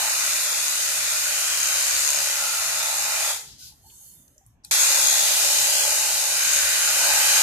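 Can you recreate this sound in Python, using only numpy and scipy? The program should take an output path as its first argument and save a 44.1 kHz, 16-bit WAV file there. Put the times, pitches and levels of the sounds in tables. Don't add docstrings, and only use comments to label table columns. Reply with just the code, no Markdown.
import sys
import numpy as np
from scipy import signal
from scipy.io import wavfile
from scipy.ndimage import uniform_filter1d

SR = 44100
rng = np.random.default_rng(int(sys.argv[2]) if len(sys.argv) > 2 else 0)


def log_audio(samples):
    frames = np.atleast_2d(samples).T
    limited = np.clip(frames, -1, 1)
    pcm = np.round(limited * 32767).astype(np.int16)
    wavfile.write(sys.argv[1], SR, pcm)


def level_to_linear(level):
    exponent = np.asarray(level, float) / 20
    return 10 ** exponent


N = 327222
T = np.arange(N) / SR

# pull_s, release_s
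RUNS = [
    (0.0, 3.309),
    (4.7103, 7.5),
]
# start_s, nearness_db, motor_in_view (0-1), housing_turned_to_ports (0-1)
STANCE = [(0.0, -26.5, 0.95, 0.94), (0.35, -26.5, 0.25, 0.63), (0.8, -27, 0.32, 0.44),
          (1.5, -26.5, 0.33, 0.67), (2.05, -25.5, 0.42, 0.67), (2.5, -28, 0.63, 0.59), (2.9, -28, 1, 0.8),
          (3.3, -27, 1, 0.73), (4.71, -21, 0.35, 0.44), (5.2, -22.5, 0.62, 0.35), (5.6, -22.5, 0.46, 0.07),
          (5.85, -23.5, 0.62, 0.13), (6.3, -25.5, 0.9, 0.32), (6.52, -24, 0.05, 0.76),
          (6.9, -23.5, 0.64, 0.59), (7.15, -22, 0.75, 0.78), (7.42, -20.5, 0.73, 0.66)]
COAST_DB_PER_S, BODY_COAST_DB_PER_S, STOP_S = 134, 23.5, 0.35


def trimmer():
    turns, throb = crank()
    start_s, *columns = np.transpose(STANCE)
    near_db, view, turned = (np.interp(T, start_s, column) for column in columns)
    repeats, fresh = rattle(turns, count=160), rng.standard_normal((2, N))
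    drive = repeats, fresh, throb
    cutting = blades(drive) + gear_whine(turns, view) + blade_flashes(drive)
    body = tool_body(drive, view, turned)
    out = np.zeros((2, N))
    for pull_s, release_s in RUNS:
        coast_s = np.maximum(T - release_s, 0)
        held_db = np.interp(np.minimum(T, release_s), T, near_db)
        opening = np.clip((T - pull_s) / 0.001 + (pull_s < 0.01), 0, 1)
        gate = opening * np.clip((STOP_S - coast_s) / 0.01, 0, 1)
        whole = cutting + level_to_linear(-BODY_COAST_DB_PER_S * coast_s) * body
        out += level_to_linear(held_db - COAST_DB_PER_S * coast_s) * gate * whole
    return out


CRANK_HZ = 35.87
# start_s, share_of_full_speed
RUN_DOWN = [
    (3.3, 1.0),
    (3.58, .55),
    (4.7, .93),
    (4.85, 1.0),
]


def crank():
    speed = np.interp(T, *np.transpose(RUN_DOWN))
    sway, bite, slip = slow(7, size=3)
    turns = np.cumsum(CRANK_HZ * speed * (1 + 0.0007 * sway)) / SR
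    reversals = (0.75 + 0.5 * bite) * np.cos(4 * np.pi * turns)
    crossings = (0.5 + 0.47 * slip) * np.cos(8 * np.pi * turns + 0.11)
    return turns, reversals + crossings


def rattle(turns, count, jitter_s=4e-5, drift=0.22):
    total = int(turns[-1]) + 1
    place, out = rng.random((2, count)), np.zeros((2, N))
    wander = signal.lfilter([1], [1, -0.85], rng.standard_normal((2, total, count)), axis=1)
    size = rng.standard_normal((2, 1, count)) + drift * wander
    due = np.interp(np.arange(total)[:, None] + place[:, None], turns, np.arange(N))
    at = np.clip(due + jitter_s * SR * rng.standard_normal(size.shape), 0, N - 1).astype(int)
    size *= due < N - 1
    for side in range(2):
        np.add.at(out[side], at[side], size[side])
    return out / out.std()


# pitch_hz, likeness (0-1)
NEAR = [(250, 1), (500, 0.7), (1000, 0.65), (1800, 0.34), (2500, 0.4), (5000, 0.13), (9000, 0.08)]


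def through(part, drive):
    colour, share, throb_depth = part
    repeats, fresh, throb = drive
    mixed = np.sqrt(share) * repeats + np.sqrt(1 - share) * fresh
    throbbing = mixed * np.exp(throb_depth * throb)
    return heard(throbbing, colour, NEAR, patchy_db=1.15, frames=6, bins=4, held=True)


# colour (pitch_hz, level_db_per_hz), then repeating_share (0-1), throb_depth
BLADES = ([(1650, -37), (2800, -8.5), (3320, -2), (4080, -3), (5320, -3.5), (5930, -4), (6610, 1.5),
           (7500, -1.5), (8810, -6), (10500, -7.5), (11500, -9.5), (14300, -19.5)], 0.17, 0.06)
# pitch_hz, width_hz, level_db
BLADE_MODES = [(8300, 210, -6), (9640, 200, -6), (12240, 270, -2.5), (13200, 440, 3)]


def blades(drive):
    hiss = through(BLADES, drive)
    for pitch_hz, width_hz, level_db in BLADE_MODES:
        b, a = signal.iirpeak(pitch_hz, pitch_hz / width_hz, SR)
        hiss = hiss + level_to_linear(level_db) * signal.lfilter(b, a, hiss)
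    return hiss


# pitch_hz, level_db (against blade hiss)
WHINE = [(488, -35), (538, -31), (574, -26.5), (609.5, -30), (646, -33), (717.5, -30), (790, -27.5),
         (861, -25.5), (1076.5, -33), (1470, -29), (1579, -28), (2008, -25), (2366, -26), (2437, -24.5),
         (8224, -21), (8368, -27), (9755, -31)]
WHINE_VIEW_DB = 8.0


def gear_whine(turns, view):
    shaft = 2 * np.pi * turns / CRANK_HZ
    whine = np.zeros((2, N))
    for pitch_hz, level_db in WHINE:
        wobble = slow(8, size=2)
        view_db = (pitch_hz < 1200) * WHINE_VIEW_DB * (view - 0.7)
        phase = pitch_hz * shaft + min(0.9, pitch_hz / 1800) * wobble
        whine += level_to_linear(level_db + 3.0 * wobble + view_db) * np.sin(phase)
    return whine


# colour (pitch_hz, level_db_per_hz), then repeating_share (0-1), throb_depth
RING = ([(5700, -41.5), (6150, -28.5), (6500, 11.5), (6900, -9), (7300, 6), (7700, -21.5)], 0.69, 1)
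# centre_s, length_s, level_db (against blade hiss)
FLASHES = [(.3, 0.6, -22), (0.894, 0.56, -26), (1.318, 0.12, -12), (1.794, 0.36, -9), (2.084, 0.2, -10),
           (2.59, 0.13, -12), (2.998, .3, -14), (4.82, 0.05, -1), (5.085, 0.11, -7), (5.852, 0.56, -28),
           (6.522, 0.23, -10), (4.93, 0.11, -18), (5.2, .05, -6), (7.015, 0.099, -19), (7.36, .15, -24)]


def blade_flashes(drive):
    flash = np.zeros(N)
    for centre_s, length_s, level_db in FLASHES:
        flash += level_to_linear(level_db) * np.exp(-(2 * (T - centre_s) / length_s) ** 2)
    return flash * through(RING, drive)


# colour (pitch_hz, level_db_per_hz), then repeating_share (0-1), throb_depth
GEARBOX = ([(380, -50), (420, -27.5), (476, -12), (507, -1), (555, 3), (620, 8), (690, -9), (800, -25)],
            0.49, 0.4)
COVER = ([(480, -39.5), (690, -3), (750, -2), (844, 6.5), (886, 5), (952, -6), (1200, -32), (1560, -37),
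          (2640, -120)], 0.67, 0.27)
HOUSING = ([(480, -51), (800, -37), (1000, -6.5), (1240, -3.5), (1480, -0.5), (1810, -2), (2020, 2),
            (2100, 1), (2170, -8), (2260, 1), (2450, 2.5), (3200, -10.5)], 0.35, 0.075)
HANDLE = ([(200, -30.5), (270, -4), (330, -2), (440, -3), (500, 12)], 0.42, .1)
GEAR_HIDDEN_DB, GEAR_VIEW_DB, LEAN_HIDDEN_DB, LEAN_VIEW_DB = -24.5, 12.5, 0.5, 8.5
HOUSING_AWAY_DB, HOUSING_TURN_DB = -13.5, 7.5
HANDLE_DB, HANDLE_TURN_DB = -30.5, -18.5
JOSTLE_DB = 1.3
TOOL_FLOOR_HZ = 435


def tool_body(drive, view, turned):
    jostle_db = JOSTLE_DB * slow(6, size=2)
    lean_db = LEAN_HIDDEN_DB + LEAN_VIEW_DB * view + jostle_db[0]
    gears = level_to_linear(-1.2 * lean_db - 0.5) * through(GEARBOX, drive)
    gears += level_to_linear(0.34 * lean_db - 4.5) * through(COVER, drive)
    body = level_to_linear(GEAR_HIDDEN_DB + GEAR_VIEW_DB * view + jostle_db[1]) * gears
    body += level_to_linear(HOUSING_AWAY_DB + HOUSING_TURN_DB * turned) * through(HOUSING, drive)
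    body = signal.sosfilt(signal.butter(N=8, Wn=TOOL_FLOOR_HZ, btype="high", fs=SR, output="sos"), body)
    return body + level_to_linear(HANDLE_DB + HANDLE_TURN_DB * turned) * through(HANDLE, drive)


# pitch_hz, level_db_per_hz
LEAVES = [(1060, -41), (1800, -39), (2480, -20), (2900, -15), (3680, -12), (3970, -9), (4890, -7.5),
          (6200, -12), (8060, -19), (13600, -120)]
FIZZ = [(3180, -46.5), (5400, -39), (6270, -4), (8570, -7), (13500, -7), (14600, -21), (14900, -36),
        (15400, -54)]
# start_s, length_s, leaves_db, fizz_db
BRUSHES = [
    (3.43, 0.22, -51, -64),
    (3.568, 0.22, -47.5, -49.5),
    (3.702, 0.22, -68, -66),
    (3.798, 0.44, -64, -53),
    (3.934, 0.44, -68, -52),
    (4.216, 0.31, -81, -68),
    (4.3, 0.1, -91, -72),
    (4.425, 0.17, -82, -73),
]
BRUSH_SKEW, BRUSH_SHARP = 0.63, 2.04
# pitch_hz, width_hz, level_db
LEAF_MODES = [(3050, 360, 4.0), (3620, 220, 5.0), (4350, 300, 2.0), (5070, 170, 3.0), (5680, 160, 4.0)]
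STIFF_FROM_S = 3.8
LEAF_SWAY, LEAF_FLUTTER_DB = 0.012, 2.5


def rustle():
    leaves, fizz = np.zeros(N), np.zeros(N)
    for start_s, length_s, leaves_db, fizz_db in BRUSHES:
        progress = np.clip((T - start_s) / length_s, 0, 1) ** BRUSH_SKEW
        stroke = (np.sin(np.pi * progress) ** 2) ** BRUSH_SHARP
        leaves += level_to_linear(2 * leaves_db) * stroke
        fizz += level_to_linear(2 * fizz_db) * stroke
    grains = rng.standard_normal((2, 2, N)) * level_to_linear(2.0 * np.minimum(rng.exponential(1, N), 4))
    leafy = np.sqrt(leaves) * heard(grains[0], LEAVES, NEAR, patchy_db=2.0, frames=16, bins=2.7)
    stiff = np.zeros((2, N))
    for pitch_hz, width_hz, level_db in LEAF_MODES:
        sway, flutter = slow(12, size=2)
        mode = resonate(leafy, pitch_hz * (1 + LEAF_SWAY * sway), width_hz)
        stiff += level_to_linear(level_db + LEAF_FLUTTER_DB * flutter) * mode
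    share = np.clip((T - STIFF_FROM_S) / 0.1, 0, 0.7)
    leafy = (1 - share) * leafy + 2 * share * stiff
    return leafy + np.sqrt(fizz) * heard(grains[1], FIZZ, NEAR, patchy_db=2.5, frames=3.7)


# start_s, level_db, pitch_hz, t60_s
TICKS = [(3.79, -58, 10100, 0.013), (4.2796, -49, 6700, 0.014), (4.2798, -51, 11000, 0.014),
         (4.2797, -60, 4000, .012), (4.3794, -45, 6400, 0.018), (4.3796, -56, 12500, .012),
         (4.385, -67, 6600, 0.53), (4.384, -71, 15000, .5), (4.4637, -47, 9200, .012),
         (4.468, -62, 11500, 0.12), (4.636, -62, 4900, 0.09), (4.638, -61, 8000, .08),
         (4.643, -45, 6100, .03), (4.6475, -38, 4600, 0.028), (4.648, -35, 9500, 0.021),
         (3.9, -54, 2900, .05), (4.653, -59, 5960, 0.54), (4.654, -63, 3800, .4), (4.655, -60, 8400, 0.43),
         (4.652, -59, 11500, .4), (4.647, -68, 1600, .06)]


def twigs_and_trigger():
    t, out = np.arange(SR // 2) / SR, np.zeros((2, N + SR))
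    for start_s, level_db, pitch_hz, t60_s in TICKS:
        band = [0.86 * pitch_hz, min(1.18 * pitch_hz, 0.45 * SR)]
        b, a = signal.butter(N=3, Wn=band, btype="band", fs=SR)
        puff = evened(signal.lfilter(b, a, rng.standard_normal((2, len(t)))))
        puff = level_to_linear(level_db - 60 * t / t60_s) * puff * np.minimum(t / 0.00077, 1)
        out[:, round(start_s * SR):][:, :len(t)] += puff
    return out[:, :N]


# start_s, level_db, pitch_hz, t60_s
KNOCKS = [(3.61, -56, 1510, 0.2), (3.72, -52, 850, 0.074), (3.84, -50, 797, 0.11), (3.85, -51, 890, 0.13),
          (3.92, -60, 955, 0.12), (4.01, -56, 830, 0.066), (4.36, -55, 602, 0.11), (4.41, -54, 780, 0.11),
          (4.64, -60, 850, 0.17), (4.646, -52, 2520, 0.07), (4.2, -68, 6420, 1), (4.644, -48, 3946, .06),
          (4.644, -44, 4511, 0.053), (4.644, -56, 5350, .06), (4.644, -45, 7682, .07),
          (4.644, -52, 10070, .06), (3.59, -63, 2000, .12), (4.46, -49, 112, 0.34), (6.62, -49, 57, 1),
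          (6.96, -49, 352, 0.41), (7.031, -49, 316, 0.71), (7.11, -47, 58, 0.57)]


def knocks_and_modes():
    t, out = np.arange(SR // 2) / SR, np.zeros((2, N + SR))
    for start_s, level_db, pitch_hz, t60_s in KNOCKS:
        ring = np.sin(2 * np.pi * (pitch_hz * t + rng.random((2, 1)) * 0.12))
        ring = ring + 0.55 * np.sin(2 * np.pi * 0.955 * pitch_hz * t)
        ring *= 1 - np.exp(-t / 0.006)
        out[:, round(start_s * SR):][:, :len(t)] += level_to_linear(level_db - 60 * t / t60_s) * ring
    return out[:, :N]


# pitch_hz, level_db_per_hz
HUM = [(24, -52), (33, -37), (42, -7), (119, -6.5), (155, -17.5), (178, -15.5), (210, -17), (531, -30.5),
       (954, -27), (1120, -33.5), (1750, -33.5), (2300, -38), (2900, -38), (3620, -43.5), (4300, -50),
       (6500, -54), (14500, -61)]
# pitch_hz, likeness (0-1)
FAR = [(60, 0.9), (150, 0.96), (250, 1), (450, 0.31), (1000, .3)]
HUM_DB, SWELL_DB = -59, 1
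LULL_S, LULL_HALF_S, LULL_DB = 4.5, 0.25, -3.5


def traffic():
    lull_db = LULL_DB * np.exp(-((T - LULL_S) / LULL_HALF_S) ** 2)
    swell_db = SWELL_DB * slow(4.0, size=1) + lull_db
    wash = heard(rng.standard_normal((2, N)), HUM, FAR, patchy_db=3.0, frames=5, bins=3.4)
    return level_to_linear(HUM_DB + swell_db) * wash


# pitch_hz, left_minus_right_db
PORTS = [(60, 4.5), (92, -0.5), (140, 1.5), (210, -4.5), (330, 2), (430, 2), (520, -8), (770, 1.5),
         (1170, -2), (1790, -3.5), (2740, -1.5), (4190, 2), (6410, 8), (9800, -8), (15000, -11)]
LAG_S = 0.000091
# start_s, pitch_hz,
# level_db
DIP = [(0.0, 3340, -9), (.12, 3300, -16), (.3, 3200, -6), (.4, 3150, -14), (.52, 2950, -12), (.8, 3360, -6),
       (1.12, 3100, -11), (1.42, 3560, -9), (1.85, 3400, -7), (2.07, 3150, -12), (2.25, 3400, -6),
       (2.93, 3120, -12), (3.05, 3300, -17), (3.2, 3400, -8), (3.3, 2900, -8), (4.82, 3000, -12),
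       (4.93, 3280, -16), (5.08, 2950, -10), (5.35, 3300, -6), (5.65, 3400, -7), (5.82, 3780, -15),
       (5.91, 3300, -17), (6.03, 3330, -14), (6.15, 3500, -12), (6.24, 3200, -12), (6.35, 3450, -15),
       (6.5, 3330, -7), (6.88, 3420, -10), (7.06, 3400, -12), (7.42, 3450, -8)]
# start_s, pitch_hz, level_db
HOLLOW = [(0.0, 1455, 3), (.8, 1436, 5.5), (1.3, 1443, 5), (1.8, 1510, 7), (2.2, 1460, 1.5),
          (2.5, 1374, 13), (2.9, 1350, 4.5), (3.3, 1316, 4.5), (4.75, 1444, 3.5), (5.2, 1520, 0),
          (5.8, 1580, 7.5), (6.2, 1544, 3), (6.55, 1540, 7.5), (6.9, 1450, 9), (7.15, 1610, 6),
          (7.42, 1580, 9.5)]
DIP_WIDTH_HZ, HOLLOW_WIDTH_HZ = 215, 106


def heard(pair, colour, likeness, patchy_db=2.0, frames=10, bins=8, held=False):
    padded = np.pad(pair, ((0, 0), (0, 2048)), "wrap")
    hz, t, z = signal.stft(padded, SR, nperseg=1024, noverlap=512)
    same = np.clip(read(likeness, hz), 0, 1)[:, None]
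    lag_s = LAG_S + 2.5e-5 * drifting(z[0].shape, 27, 38)
    delayed = z[0] * np.exp(-2j * np.pi * hz[:, None] * lag_s)
    left = same * delayed + np.sqrt(1 - same ** 2) * z[1]
    tilt = level_to_linear(read(PORTS, hz)[:, None] / 2)
    inside = (hz >= colour[0][0]) & (hz <= colour[-1][0])
    gain_db = read(colour, hz)[:, None] + patchy_db * drifting(z[0].shape, frames, bins)
    if held:
        gain_db += moving(DIP, hz, t, DIP_WIDTH_HZ) + moving(HOLLOW, hz, t, HOLLOW_WIDTH_HZ)
    ports = np.array([left * tilt, z[0] / tilt]) * level_to_linear(gain_db) * inside[:, None]
    return evened(signal.istft(ports, nperseg=1024, noverlap=512)[1][:, :N])


def moving(table, hz, t, width_hz):
    start_s, pitch_hz, level_db = np.transpose(table)
    distance = (hz[:, None] - np.interp(t, start_s, pitch_hz)) / width_hz
    return np.interp(t, start_s, level_db) * np.exp(-distance ** 2)


def read(points, hz):
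    f, value = np.transpose(points)
    return np.interp(np.log(hz + 1), np.log(f + 1), value)


def drifting(shape, frames, bins):
    field = rng.standard_normal(shape[::-1]).T
    for _ in range(2):
        field = uniform_filter1d(field, int(bins), 0)
        field = uniform_filter1d(field, int(frames), 1)
    return field / field.std()


def slow(per_s, size):
    points = rng.standard_normal((size, int(N / SR * per_s)))
    coarse = signal.resample(points, 4096, axis=1)
    return np.array([np.interp(np.arange(N) / N, np.arange(4096) / 4096, c) for c in coarse])


def resonate(x, hz, width_hz):
    turn = np.exp(2j * np.pi * np.cumsum(hz) / SR)
    r = np.exp(-np.pi * width_hz / SR)
    return 2 * (turn * signal.lfilter([(1 - r) ** 2], [1, -2 * r, r * r], x / turn)).real


def evened(x):
    return x / np.sqrt(np.mean(np.atleast_2d(x).mean(0) ** 2) + 1e-20)


def scene():
    return trimmer() + rustle() + twigs_and_trigger() + knocks_and_modes() + traffic()


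def top_cut(x):
    return signal.sosfilt(signal.butter(12, 14750, fs=SR, output="sos"), x)


MIC_FLOOR_HZ, EDGE_HZ, KNEE = 40, 14480, 1


def record(dry):
    dry = signal.sosfilt(signal.butter(N=4, Wn=MIC_FLOOR_HZ, btype="high", fs=SR, output="sos"), dry)
    soft = np.pad(KNEE * np.tanh(dry / KNEE), ((0, 0), (0, 600)), "reflect")
    lowpass = signal.firwin(1023, EDGE_HZ, window=("kaiser", 9), fs=SR)
    limited = signal.oaconvolve(soft, lowpass[None], "same")[:, :N]
    return top_cut(limited)


dry = scene()
out = record(dry)
log_audio(out)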